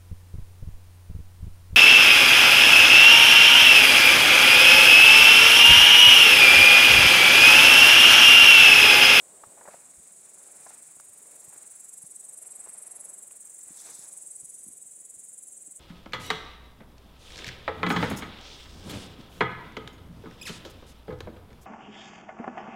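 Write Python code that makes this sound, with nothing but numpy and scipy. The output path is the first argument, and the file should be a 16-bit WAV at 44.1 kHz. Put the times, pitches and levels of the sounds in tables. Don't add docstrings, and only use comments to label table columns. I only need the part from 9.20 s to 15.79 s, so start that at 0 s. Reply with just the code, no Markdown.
import sys
import numpy as np
from scipy import signal
from scipy.fft import rfft, irfft, next_fast_len
from scipy.io import wavfile
from scipy.ndimage import uniform_filter1d, map_coordinates

SR = 44100
rng = np.random.default_rng(int(sys.argv[2]) if len(sys.argv) > 2 else 0)


def put_to_file(sound):
    columns = np.atleast_2d(sound).T
    safe = np.clip(columns, -1, 1)
    whole_steps = np.round(safe * 32767)
    wavfile.write(sys.argv[1], SR, whole_steps.astype(np.int16))


N = 290831

# f/Hz, level/dB
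BREEZE_SPECTRUM = [(20, -20), (45, -16), (100, -6.5), (170, -1), (280, -2.5), (400, 0), (600, -2),
                   (800, -7), (1200, -13.5), (2000, -10.5), (2800, -13.5), (4000, -15.5), (9000, -46)]
# t/s, relative level/dB
CHORUS_LEVEL = [(0, -53.5), (1.5, -52.5), (4.05, -53), (5, -49.5), (5.8, -51.5), (6.59, -52.5)]
# t/s, share (0 full, 1 thin)
CHORUS_THINNING = [(4.3, 1), (5.2, 0.62), (5.8, 0.76)]
# f/Hz, level/dB
FAR_WING_SPECTRUM = [(2500, -54.5), (4000, -31), (5400, -23), (6200, -11), (6900, -4.5), (7800, 0),
                     (8900, -3.5), (10000, -7), (10800, -16), (11700, -18.5), (13000, -24.5),
                     (15800, -26.5)]

# t/s, level/dB, half length/s
STRIDE_SWISHES = [(0.26, -60.5, 0.41), (1.268, -66.5, 0.28), (2.178, -65, 0.29), (3.253, -67, 0.29),
                  (3.83, -63.5, 0.26), (4.947, -68.5, 0.21)]
# f/Hz, level/dB
SWISH_SPECTRUM = [(60, -31), (170, -8.5), (290, -10), (400, -2.5), (490, -3), (610, 1), (760, -4.5),
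                  (1000, -8), (2000, -18), (4000, -24.5)]
# t/s, relative rustle/dB, relative hiss/dB
WADING_LEVELS = [(0, -77.5, -66.5), (2.4, -70, -67), (3.1, -74, -69), (4.9, -71.5, -77), (5.3, -82.5, -77),
                 (6.59, -87, -97)]
# t/s, relative rustle/dB, rise/s, fall/s
STEP_SWELLS = [(.52, -62.5, 0.088, 0.17), (1.44, -60.5, 0.26, 0.21), (2.339, -61, 0.044, 0.13),
               (3.56, -64, 0.26, 0.28), (4.71, -61, 0.19, 0.14)]
# f/Hz, level/dB
RUSTLE_SPECTRUM = [(60, -30.5), (160, -6.5), (350, -5.5), (700, -2.5), (1100, -4.5), (1600, -5.5),
                   (2450, -7), (3100, -17), (3700, -16), (8000, -14), (15000, -70)]
# start/s, end/s, relative level/dB
TUFT_SLIDES = [(1.445, 1.507, -68), (4.585, 4.794, -53)]
# f/Hz, level/dB
BLADE_SPECTRUM = [(1500, -46), (3050, -14), (3550, 4), (4700, 1), (6000, 9), (8000, 11), (12000, -0.5),
                  (15800, -14)]
# t/s, peak/dB, ring f/Hz, t60/s
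STEM_FLICKS = [(.236, -34.5, 596, 0.027), (.239, -39.5, 960, 0.014), (.372, -47, 804, 0.29),
               (.411, -39, 744, 0.055), (.453, -41.5, 780, 0.1), (.476, -36, 770, 0.032),
               (.483, -34.5, 700, 0.046), (0.541, -38.5, 690, 0.026), (1.465, -39.5, 790, 0.05),
               (1.505, -46, 855, 0.023), (1.768, -49.5, 480, 0.0099), (1.799, -42.5, 1020, 0.01),
               (2.326, -51, 905, 0.054), (2.359, -50, 740, .04), (3.463, -44, 810, .012),
               (3.471, -40, 680, 0.027), (3.55, -49, 784, 0.013), (4.11, -50.5, 1250, 0.0089)]
# f/Hz, level/dB
STEM_SPECTRUM = [(100, -17), (330, -8.5), (540, 1.5), (700, 4.5), (1000, -4), (1500, -5.5), (2100, -15),
                 (2800, -44), (4200, -35), (8000, -32)]
# t/s, peak/dB
STALK_CRACKS = [(1.472, -44), (1.506, -45), (1.8, -40), (4.11, -49), (4.603, -36), (4.62, -40)]
# f/Hz, level/dB
STALK_SPECTRUM = [(300, -23), (1200, -1), (2200, -10), (3100, -16.5), (4400, -7), (6000, 5), (9000, -3),
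                  (15000, -17)]
# t/s, relative level/dB, f/Hz
HAND_BUMPS = [(.265, -55, 100), (0.774, -57, 69.6), (0.789, -53, 170), (1.767, -58.5, 230),
              (1.889, -63, 98), (2.277, -56, 125), (2.837, -54.5, 156), (4.464, -61, 115),
              (4.504, -48, 180), (4.789, -53.5, 189), (5.228, -49.5, 151), (5.464, -52, 230),
              (5.485, -51, 220), (5.502, -52, 220), (5.961, -66, 88.6), (6.475, -50.5, 178)]
# f/Hz, level/dB
HOUSING_SPECTRUM = [(30, -29), (80, -11), (200, -1), (330, -5), (500, -24.5), (1000, -24), (4000, -47)]

# share of the cycle, level/dB
STROKE_PRESSURE = [(0, -21), (.14, -15), (.27, -7), (.39, -1), (.56, 0), (.66, -3.5), (.75, -14),
                   (.83, -22), (1, -21)]
# t/s, tempo/(strokes/s)
NEAR_TEMPO = [(0, 22.8), (2, 22.59), (4.7, 22.22), (5.2, 21.63), (5.6, 21.58), (6.59, 20.89)]
# t/s, relative level/dB
NEAR_LEVEL = [(0, -65), (.7, -59), (1.5, -52.5), (1.95, -55.5), (2.3, -51.5), (2.95, -47), (3.2, -47),
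              (3.4, -46), (3.9, -46), (4.06, -49.5), (4.7, -50.5), (5.1, -46), (5.7, -51), (6.1, -49),
              (6.59, -49.5)]
# t/s, angle (0 face-on, 1 oblique)
WING_ANGLE = [(0, 1), (1.5, .8), (2.1, .6), (2.6, .55), (2.95, 0.25), (3.2, .3), (3.42, 0.042), (3.75, .1),
              (4.05, 1), (4.5, 0.72), (4.8, 0.58), (5.3, 0.75), (5.8, .85), (6.59, 0.76)]
# f/Hz, level/dB
NEAR_WING_SPECTRUM = [(3000, -56), (5400, -40), (6000, -24.5), (6500, -18), (7000, -12.5), (7500, -7),
                      (8150, 0), (8700, -3), (9200, -8), (9800, -6.5), (10500, -11), (11100, -14.5),
                      (11800, -23.5), (13500, -36), (15800, -39)]
# f/Hz, gain/dB
FACE_ON_GAIN = [(5500, 4), (7000, -5), (7700, 0), (8600, 1.5), (9400, -1), (10150, 2), (10520, 11.5),
                (10900, 4.5), (12000, 3.5), (14000, -3)]
# f/Hz, level/dB
OVERTONE_SPECTRUM = [(9000, -51), (11500, -15), (12700, -5), (13500, -9), (14500, 1), (15300, 2),
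                     (15800, -5)]
# t/s, level/dB
OVERTONE_LEVEL = [(0, -78), (1.2, -72), (2, -68), (2.55, -68), (3.1, -82), (3.8, -76), (4.15, -68),
                  (4.55, -67), (5, -79), (5.5, -71), (6, -71), (6.59, -84)]


def amp(db):
    return 10 ** (np.asarray(db) / 20)


def unit(x):
    return x / np.sqrt(np.mean(x ** 2) + 1e-20)


def even(x):
    size = SR // 8
    power = uniform_filter1d(uniform_filter1d(x ** 2, size), size)
    return x / np.sqrt(abs(power) + 1e-20)


def curves(rows):
    times, *columns = np.transpose(rows)
    return [np.interp(np.arange(N) / SR, times, column) for column in columns]


def wobble(rate):
    knots = rng.standard_normal(int(N * rate / SR) + 4)
    return map_coordinates(knots, [np.arange(N) * rate / SR])


def swell(s, rise, fall):
    t = np.arange(N) / SR - s
    return np.exp(np.minimum(t / rise, -t / fall))


def filtered(x, response):
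    size = next_fast_len(N + SR // 2)
    return irfft(rfft(x, size) * response(np.fft.rfftfreq(size, 1 / SR)), size)[:N]


def coloured(x, points, size=4096):
    hz, db = np.transpose(points)
    gain = amp(np.interp(np.log(np.fft.rfftfreq(size, 1 / SR) + 1), np.log(hz), db))
    cepstrum = irfft(np.log(gain))
    cepstrum[1:size // 2] *= 2
    cepstrum[size // 2 + 1:] = 0
    return signal.fftconvolve(x, irfft(np.exp(rfft(cepstrum))))[:len(x)]


def noise(points):
    return unit(coloured(rng.standard_normal(N), points))


def burst(samples, t60):
    t = np.arange(samples) / SR
    return rng.standard_normal(samples) * amp(-60 * t / t60)


def add(track, s, sound):
    part = track[max(round(s * SR), 0):][:len(sound)]
    part += sound[:len(part)]


def breeze():
    return amp(-69.5 + 0.21 * wobble(6.6)) * noise(BREEZE_SPECTRUM)


def pegs(strokes, peg_hz, jitter, scatter_db):
    pegs_passed = np.cumsum(peg_hz * amp(.9 * wobble(40))) / SR
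    at = np.flatnonzero(np.diff(np.floor(pegs_passed)))
    late, strength = rng.standard_normal((len(at), 2)).T
    at = np.clip(at + late * jitter * SR / peg_hz, 0, N - 1).astype(int)
    pressure_db = np.interp(strokes[at] % 1, *np.transpose(STROKE_PRESSURE))
    return np.bincount(at, amp(pressure_db + scatter_db * strength), N)


def through_grass(x, wet_db, t60, positions=14):
    place = np.linspace(0, positions - 1, N)
    echo = np.zeros(N)
    for k in range(positions):
        tail = burst(SR // 30, t60)
        crossfade = np.sqrt(np.maximum(1 - abs(place - k), 0))
        echo += crossfade * signal.fftconvolve(x, tail / np.linalg.norm(tail))[:N]
    return x + amp(wet_db) * echo


def chorus(low_cut_db=-7):
    (level_db,), (thinning,) = curves(CHORUS_LEVEL), curves(CHORUS_THINNING)
    clicks = np.zeros(N)
    for tempo, db in [(18.2, 2), (20.3, -1), (24.5, -4)]:  # tempo/(strokes/s), relative level/dB
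        strokes = rng.random() + np.cumsum(tempo + 0.35 * wobble(1.95)) / SR
        clicks += amp(db + wobble(0.56)) * pegs(strokes, peg_hz=518.6, jitter=.15, scatter_db=1.5)
    neighbours = even(coloured(through_grass(clicks, wet_db=2, t60=0.012), FAR_WING_SPECTRUM))
    meadow = unit(noise(FAR_WING_SPECTRUM) + amp(-1.5) * neighbours)
    thin = filtered(meadow, lambda hz: amp(np.interp(hz, [6400, 7000], [low_cut_db, 0])))
    return amp(level_db) * ((1 - thinning) * meadow + thinning * thin)


def plant_swishes():
    t = np.arange(N) / SR
    gain = sum(amp(db) * np.exp(-((t - s) / half) ** 2) for s, db, half in STRIDE_SWISHES)
    return gain * noise(SWISH_SPECTRUM)


def leaf_rustle():
    wading_db, _ = curves(WADING_LEVELS)
    step_power = sum((amp(db) * swell(s, rise, fall)) ** 2 for s, db, rise, fall in STEP_SWELLS)
    gain = amp(2) * np.sqrt(amp(wading_db) ** 2 + step_power)
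    grains = rng.standard_normal(N) * amp(1.86 * wobble(350) + 2 * wobble(24.98))
    return gain * unit(coloured(grains, RUSTLE_SPECTRUM))


def blade_hiss(rise_db_per_s=229, fall_db_per_s=93):
    t = np.arange(N) / SR
    _, wading_db = curves(WADING_LEVELS)
    gain = amp(wading_db)
    for start, end, db in TUFT_SLIDES:
        fade_db = rise_db_per_s * np.maximum(start - t, 0) + fall_db_per_s * np.maximum(t - end, 0)
        gain += amp(db - fade_db)
    return gain * amp(2.26 * wobble(90)) * noise(BLADE_SPECTRUM)


def stem_flicks():
    track = np.zeros(N)
    for s, db, ring_hz, t60 in STEM_FLICKS:
        spectrum = [(hz * ring_hz / 700, level) for hz, level in STEM_SPECTRUM]
        snap = coloured(burst(SR // 10, t60), spectrum)
        add(track, s, amp(db) * snap / abs(snap).max())
    return track


def stalk_cracks():
    track = np.zeros(N)
    for s, db in STALK_CRACKS:
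        tick = coloured(burst(SR // 20, t60=0.0054), STALK_SPECTRUM)
        add(track, s, amp(db) * tick / abs(tick).max())
    return track


def handling_bumps(rise_cycles=0.55):
    track, t = np.zeros(N), np.arange(SR // 8) / SR
    for s, db, hz in HAND_BUMPS:
        age = t * hz / rise_cycles
        push = age * np.exp(1 - age)
        thump = push * np.sin(2 * np.pi * hz * t)
        scuff = coloured(push * rng.standard_normal(len(t)), HOUSING_SPECTRUM)
        add(track, s, amp(db) * (0.71 * thump + 0.67 * scuff / abs(scuff).max()))
    return track


def rival_grasshopper(start_s=4.19, end_s=4.54, fade_s=0.045, mid_stroke_s=4.272, strokes_per_s=21.4):
    t = np.arange(N) / SR
    strokes = (t - mid_stroke_s) * strokes_per_s + .5
    clicks = pegs(strokes, peg_hz=485, jitter=0.097, scatter_db=4)
    song = even(coloured(through_grass(clicks, wet_db=6, t60=0.016), FAR_WING_SPECTRUM))
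    phrase = np.clip(np.minimum(t - start_s, end_s - t) / fade_s, 0, 1)
    return amp(-54) * song * phrase


def near_grasshopper():
    (level_db,), (overtone_db,) = curves(NEAR_LEVEL), curves(OVERTONE_LEVEL)
    (angle,), (tempo,) = curves(WING_ANGLE), curves(NEAR_TEMPO)
    strokes = np.cumsum(tempo) / SR + .495
    hard_leg = pegs(strokes, peg_hz=391.3, jitter=0.055, scatter_db=1)
    soft_leg = amp(-6) * pegs(strokes, peg_hz=605, jitter=.1, scatter_db=1)
    clicks = through_grass(hard_leg + soft_leg, wet_db=0, t60=.014, positions=48)
    oblique = coloured(clicks, NEAR_WING_SPECTRUM)
    face_on = filtered(oblique, lambda hz: amp(np.interp(hz, *np.transpose(FACE_ON_GAIN))))
    song = even((1 - angle) * face_on + angle * oblique)
    overtones = even(coloured(clicks, OVERTONE_SPECTRUM))
    return amp(level_db + 0.76) * song + amp(overtone_db) * overtones


def scene():
    insects = near_grasshopper() + rival_grasshopper() + chorus()
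    plants = leaf_rustle() + plant_swishes() + blade_hiss() + stem_flicks() + stalk_cracks()
    return (insects + plants + handling_bumps() + breeze())[None]


def record(dry, top_hz=15780):
    return filtered(dry[0], lambda hz: hz < top_hz)[None]


dry = scene()
out = record(dry)
put_to_file(out)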